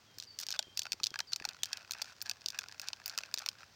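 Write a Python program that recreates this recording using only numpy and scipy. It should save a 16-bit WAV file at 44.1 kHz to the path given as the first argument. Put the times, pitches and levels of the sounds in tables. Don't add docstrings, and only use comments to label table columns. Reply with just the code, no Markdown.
import sys
import numpy as np
from scipy import signal
from scipy.fft import rfft, irfft
from scipy.io import wavfile

SR = 44100
rng = np.random.default_rng(int(sys.argv[2]) if len(sys.argv) > 2 else 0)


def put_to_file(sound):
    columns = np.atleast_2d(sound).T
    safe = np.clip(columns, -1, 1)
    whole_steps = np.round(safe * 32767)
    wavfile.write(sys.argv[1], SR, whole_steps.astype(np.int16))


N = 165375

# pitch_hz [Hz], level_db [relative dB per Hz]
AIR_SPECTRUM = [(25, -34), (60, -4), (100, 6), (160, -1.5), (350, -5.5), (1500, -6), (6000, -11),
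                (9500, -26.5), (13500, -27.5), (15000, -20.5)]
# start_s [s], level_db [peak dB before flutter and echo]
BIRD_LOW_NOTES = [(.05, -69.5), (.562, -62.5), (1.068, -64.5), (1.582, -63)]
# start_s [s], level_db [peak dB before flutter and echo]
BIRD_HIGH_NOTES = [(.268, -52.5), (.762, -50), (1.272, -53)]
# time_s [s], level_db [dB before flicker and echo]
SWISH_LEVEL = [(.1, -73), (1.3, -70.5), (1.7, -73), (3.75, -69.5)]
# start_s [s], level_db [peak dB before echo]
PAINT_THUDS = [(.176, -51.5), (0.67, -50.5), (0.681, -51), (.942, -48.5), (1.011, -50), (1.116, -46.5),
               (1.413, -43), (1.477, -49.5), (3.34, -47)]
# time_s [s], level_db [dB before flicker]
MURMUR_LEVEL = [(1.35, -86), (1.7, -84), (2.45, -76), (3.1, -67), (3.75, -76)]
# start_s [s], length_s [s], clack_db [dB], knock_db [dB]
BALL_RUNS = [(0.212, 0.039, -52, -77), (0.398, 0.042, -45.5, -59.5), (.495, 0.042, -54, -60.5),
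             (0.543, 0.026, -49.5, -49), (1.319, 0.021, -46.5, -49.5), (1.465, 0.062, -67, -57),
             (1.658, 0.17, -61, -57), (1.952, 0.059, -58, -52), (2.036, 0.093, -57.5, -59),
             (2.252, 0.028, -50.5, -48), (2.528, 0.057, -58.5, -53), (2.818, 0.078, -54.5, -53),
             (3.097, 0.063, -57, -58), (3.213, 0.073, -61.5, -69), (3.398, 0.047, -54, -55),
             (3.583, 0.043, -60, -57.5)]
# pitch_hz [Hz], level_db [relative dB per Hz]
CLACK_SPECTRUM = [(1000, -29), (2000, -29), (2900, -7.5), (3800, -2), (4700, 3), (5700, 0.5), (6800, -7.5),
                  (7900, -13.5), (10500, -24.5), (13500, -27), (14800, -15), (16000, -37)]
# pitch_hz [Hz], level_db [relative dB], t60_s [s]
CAN_MODES = [(636, -13.5, 0.021), (863, -9.5, 0.015), (1084, -10.5, 0.015), (1552, 0.5, 0.018),
             (2582, 6.5, 0.0084)]
# start_s [s], clack_db [dB], knock_db [dB], tilt_db [dB per octave],
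# chatter_share [0-1, share of the clack's energy in its after-chatter, limited in contact()]
BALL_BLOWS = [(0.1845, -43, -59, 8.5, 0.76), (0.2, -39.5, -69, -0.5, 0.85), (0.225, -46, -56, 1.5, 0),
              (0.3888, -35.5, -53.5, 4, 0.4), (0.401, -40.5, -52.5, 11, 0.1), (0.412, -41, -61, 10, 0.5),
              (0.4326, -40, -50, 0.5, 1), (0.467, -39.5, -55, 3, 0.17), (0.4867, -36, -51.5, -1.5, 0.3),
              (0.492, -43, -68, -2, 0), (0.5048, -36.5, -47.5, 4.5, 1), (0.5149, -38.5, -66, -2, 0.2),
              (0.525, -33.5, -68, -3, 0.76), (0.5917, -26.5, -38, -1, 0.7), (0.6272, -44, -54.5, -1.5, 0.1),
              (0.7743, -31.5, -46.5, 4, 0.35), (0.7926, -29, -48.5, 2.5, 0.7),
              (0.8186, -37.5, -48.5, -0.5, 0.9), (0.833, -45, -83, 5, 0.4), (0.9205, -29.5, -38.5, 2, 0.27),
              (0.9312, -34.5, -44, 1.5, 0.35), (1.0336, -29.5, -51, 1, 1), (1.0405, -26.5, -66, -1.5, 0.3),
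              (1.0493, -44, -65, 3, 0.4), (1.0603, -36.5, -53, -1.5, 0.13),
              (1.0683, -29.5, -54, -0.5, 0.47), (1.1057, -47.5, -71, 0.5, 0.1), (1.1899, -36, -42, 6, 0.9),
              (1.2032, -32, -56, -1, 0.9), (1.3331, -27, -56, -2, 0.64), (1.361, -34.5, -49, 3, 0.35),
              (1.4515, -32.5, -51.5, 1.5, 0.8), (1.4892, -36.5, -48.5, 0, 0.52), (1.633, -27, -42, 1, 1),
              (1.6449, -43, -82, -2, 0.15), (1.6572, -41, -53, 6, 0.03), (1.7303, -31, -40, 2, 0.9),
              (1.7713, -42, -50, 0.5, 1), (1.9093, -33.5, -46.5, 3.5, 0.9), (1.919, -38.5, -54, 8, 0.9),
              (1.935, -41.5, -47, 2, 0.41), (2.018, -35.5, -41.5, 4, 0), (2.0208, -33.5, -51, 3.5, 0.63),
              (2.2161, -36, -56, 1.5, 0.34), (2.2226, -40.5, -51, 16, 0.9), (2.296, -31.5, -42.5, 5, 0.28),
              (2.3129, -35, -44, -2, 0.5), (2.4608, -30, -65, -1, 0.2), (2.4854, -34, -67, 2, 0.1),
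              (2.5038, -40, -57, 3.5, 0.19), (2.5886, -32, -36.5, 5, 0.75), (2.6855, -46, -56, 1.5, 0.04),
              (2.797, -38.5, -44, 6.5, 0.2), (2.8164, -43.5, -56, 8, 0.4), (2.8858, -33.5, -46, 1.5, 0),
              (2.9315, -36.5, -45.5, -4.5, 0.8), (3.0589, -34.5, -47.5, 8.5, 1),
              (3.079, -39.5, -48, 14, 0.4), (3.0967, -39, -56, 1.5, 0.1), (3.1775, -31.5, -40, 4, 0.07),
              (3.186, -33.5, -39.5, 2, 0.94), (3.341, -28.5, -41, 5.5, 0.5), (3.3756, -36.5, -56, -7, 0.5),
              (3.3846, -40, -51, 3.5, 0.4), (3.3908, -41.5, -80, 3, 0.71),
              (3.4615, -33.5, -41.5, 3.5, 0.76), (3.488, -29, -44, 0.5, 0.37)]
# [Hz, hollow ring]
PAINT_KNOCKS = [(0.5398, -43.5, 1540), (0.8544, -42.5, 1370), (0.867, -42.5, 1455), (1.0005, -46.5, 1230),
                (1.1412, -40, 1620), (1.1579, -38.5, 1650), (1.193, -41, 1350), (1.2044, -39, 1660),
                (1.3998, -45.5, 1690), (1.423, -46.5, 1750), (1.4427, -46.5, 1428), (1.452, -37, 1480),
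                (2.546, -47, 1550), (2.618, -49.5, 1430), (2.6391, -46, 1440), (3.2065, -50, 1430),
                (3.2353, -42, 1507), (3.4213, -48.5, 1500)]

HIT_SIZE, LEVEL_SIZE = 2048, 220
AIR_DB, CUTOFF_HZ = -65, 16500

# pitch_hz, length_s, slide_s, warble_hz (depth)
LOW_SHAPE, HIGH_SHAPE = (3175, 0.2, 0.02, 8.2), (4555, 0.068, 0.0083, 58)
SLIDE_HZ, WARBLE_PER_S, BIRD_FLUTTER_DB = 458, 32.4, 4
BIRD_ECHO_DB, BIRD_ECHO_T60_S = -1, 0.47
GROUND_ECHO_DB, GROUND_ECHO_T60_S = -17, 0.039

THUD_HZ, THUD_SWELL_S, THUD_DRIFT = 334, 0.00074, 0.017
SWISH_GRAIN_DB, SCRAPE_GRAIN_DB = 4, 4

TICKS_PER_S, TICK_SPREAD_DB = 190, 5
TICK_DB, SCRAPE_DB = -5.5, -9.5
STRAY_PER_S, STRAY_DB, STRAY_SPAN_S = 45, -59, (1.5, 3.65)

PAINT_DETUNE, MODE_SPREAD_DB = 0.11, 3.24
KNOCK_LOW_HZ = 520
CLACK_CHATTER_S, KNOCK_CHATTER_S = 0.0013, 0.0011
KNOCK_CHATTER, CUSHIONED_CHATTER = 0.56, 0.15
BARE_HOLLOW_DB = -1
HOLLOW_DB, KNOCK_CLACK_DB = 7.5, -4


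def from_db(db):
    return 10 ** (np.asarray(db) / 20)


def unit(x):
    return x / np.sqrt(np.sum(x ** 2) + 1e-20)


def level_at(curve, s):
    return np.interp(s, *np.transpose(curve))


def add(out, s, sound):
    i = max(int(s * SR), 0)
    out[i:i + len(sound)] += sound[:max(N - i, 0)]


def response(points, tilt_db=0):
    hz, db = np.transpose(points)
    f = np.fft.rfftfreq(HIT_SIZE, 1 / SR) + 1
    level_db = np.interp(np.log(f), np.log(hz), db)
    level_db += tilt_db * np.log2(np.clip(f, hz[0], hz[-1]))
    cepstrum = irfft(np.log(from_db(level_db)))
    cepstrum[1:HIT_SIZE // 2] *= 2
    cepstrum[HIT_SIZE // 2 + 1:] = 0
    return unit(irfft(np.exp(rfft(cepstrum))))


def hiss(body):
    return signal.fftconvolve(rng.standard_normal(N + HIT_SIZE - 1), body, "valid")


def uneven(spread_db):
    grain = rng.standard_normal(N // LEVEL_SIZE + 2)
    grain = np.interp(np.arange(N) / LEVEL_SIZE, np.arange(len(grain)), grain)
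    return from_db(spread_db * grain)


def outdoors(x, echo_db, t60):
    t = np.arange(SR) / SR
    decay = np.exp(-np.log(1000) * t / t60)
    onset = 1 - np.exp(-t / 0.00069)
    tail = unit(rng.standard_normal(SR) * decay * onset)
    return x + from_db(echo_db) * signal.fftconvolve(x, tail)[:N]


def open_air():
    return from_db(AIR_DB) * hiss(response(AIR_SPECTRUM))


def bird():
    out = np.zeros(N)
    for notes, shape in (BIRD_LOW_NOTES, LOW_SHAPE), (BIRD_HIGH_NOTES, HIGH_SHAPE):
        hz, length, slide_s, warble_hz = shape
        t = np.arange(int(length * SR)) / SR
        slide = SLIDE_HZ * np.exp(-t / slide_s)
        warble = warble_hz * np.cos(2 * np.pi * WARBLE_PER_S * t)
        phase = 2 * np.pi * np.cumsum(hz + slide + warble) / SR
        swell = np.sqrt(np.sin(np.pi * np.sqrt(t / length)))
        for s, db in notes:
            add(out, s, from_db(db) * swell * np.sin(phase))
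    return outdoors(out * uneven(BIRD_FLUTTER_DB), BIRD_ECHO_DB, BIRD_ECHO_T60_S)


def paint():
    swish_gain = from_db(level_at(SWISH_LEVEL, np.arange(N) / SR))
    out = swish_gain * uneven(SWISH_GRAIN_DB) * hiss(response(CLACK_SPECTRUM))
    age = np.arange(HIT_SIZE) / SR / THUD_SWELL_S
    pitch = THUD_HZ * (1 + THUD_DRIFT * (age - 1))
    thud = age * np.exp(1 - age) * np.sin(2 * np.pi * np.cumsum(pitch) / SR)
    for s, db in PAINT_THUDS:
        add(out, s, from_db(db) * thud)
    return out


def contact(body, decay_s, share):
    t = np.arange(HIT_SIZE) / SR
    share = np.clip(share, .02, .95)
    onset = 1 - np.exp(-(t / 0.00055) ** 2)
    chatter = rng.standard_normal(HIT_SIZE) * np.exp(-t / decay_s) * onset
    after = unit(signal.fftconvolve(chatter, body)[:HIT_SIZE])
    touch = np.sqrt(1 - share) * unit(body) + np.sqrt(share) * after
    return unit(touch) * np.sqrt(LEVEL_SIZE)


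def modes(pitch_hz, hollow_db):
    t = np.arange(HIT_SIZE) / SR
    hz, db, t60 = np.transpose(CAN_MODES)[:, :, None].copy()
    hz[:-1] *= pitch_hz / hz[-2]
    db[:-1] += hollow_db
    gain = from_db(db + MODE_SPREAD_DB * rng.standard_normal(hz.shape))
    gain[::2] *= -1
    decay = np.exp(-np.log(1000) * t / t60)
    ring = np.sum(gain * decay * np.sin(2 * np.pi * hz * t), axis=0)
    low_cut = signal.butter(4, KNOCK_LOW_HZ, "high", fs=SR, output="sos")
    return unit(signal.sosfilt(low_cut, ring))


def sloshed_pitch():
    return CAN_MODES[-2][0] * np.exp(PAINT_DETUNE * rng.uniform(-1.31, 1))


def scraping():
    t = np.arange(N) / SR
    grit_gain = np.zeros(N)
    murmur_gain = from_db(level_at(MURMUR_LEVEL, t))
    for start, length, clack_db, knock_db in BALL_RUNS:
        run = from_db(SCRAPE_DB) * signal.windows.tukey(int(length * SR))
        add(grit_gain, start, from_db(clack_db) * run)
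        add(murmur_gain, start, from_db(knock_db) * run)
    hollow = np.zeros(N)
    fade = np.sqrt(np.hanning(HIT_SIZE))
    for i in range(0, N, HIT_SIZE // 2):
        grain = fade * rng.standard_normal(HIT_SIZE)
        add(hollow, i / SR, signal.fftconvolve(grain, modes(sloshed_pitch(), HOLLOW_DB)))
    grit = grit_gain * hiss(response(CLACK_SPECTRUM))
    return uneven(SCRAPE_GRAIN_DB) * (grit + murmur_gain * hollow)


def knock(clack_db, knock_db, pitch_hz):
    clack = contact(response(CLACK_SPECTRUM), CLACK_CHATTER_S, KNOCK_CHATTER)
    ring = contact(modes(pitch_hz, HOLLOW_DB), KNOCK_CHATTER_S, CUSHIONED_CHATTER)
    return from_db(clack_db) * clack + from_db(knock_db) * ring


def tick(clack_db, knock_db):
    db = TICK_SPREAD_DB * np.clip(rng.standard_normal(2), -2, 2)
    return knock(clack_db + db[0], knock_db + db[1], sloshed_pitch())


def rolling():
    out = np.zeros(N)
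    for start, length, clack_db, knock_db in BALL_RUNS:
        for s in np.arange(start, start + length, 1 / TICKS_PER_S):
            jitter_s = rng.uniform(-.5, 0.54) / TICKS_PER_S
            add(out, s + jitter_s, tick(clack_db + TICK_DB, knock_db + TICK_DB))
    for s in np.arange(*STRAY_SPAN_S, 1 / STRAY_PER_S):
        add(out, s + rng.random() / STRAY_PER_S, tick(STRAY_DB, STRAY_DB))
    return out


def blow(clack_db, knock_db, tilt_db, share):
    clack = contact(response(CLACK_SPECTRUM, tilt_db), CLACK_CHATTER_S, share)
    ring = contact(modes(sloshed_pitch(), BARE_HOLLOW_DB), KNOCK_CHATTER_S, KNOCK_CHATTER)
    return from_db(clack_db) * clack + from_db(knock_db) * ring


def ball():
    out = np.zeros(N)
    for s, clack_db, knock_db, tilt_db, share in BALL_BLOWS:
        add(out, s, blow(clack_db, knock_db, tilt_db, share))
    for s, db, hz in PAINT_KNOCKS:
        add(out, s, knock(db + KNOCK_CLACK_DB, db, hz))
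    return out


def scene():
    meadow = open_air() + bird()
    shaken = outdoors(ball() + paint(), GROUND_ECHO_DB, GROUND_ECHO_T60_S)
    can = shaken + rolling() + scraping()
    return (meadow + can)[None]


def record(dry):
    top_cut = signal.ellip(10, .3, 70, CUTOFF_HZ, fs=SR, output="sos")
    return signal.sosfilt(top_cut, dry)


dry = scene()
out = record(dry)
put_to_file(out)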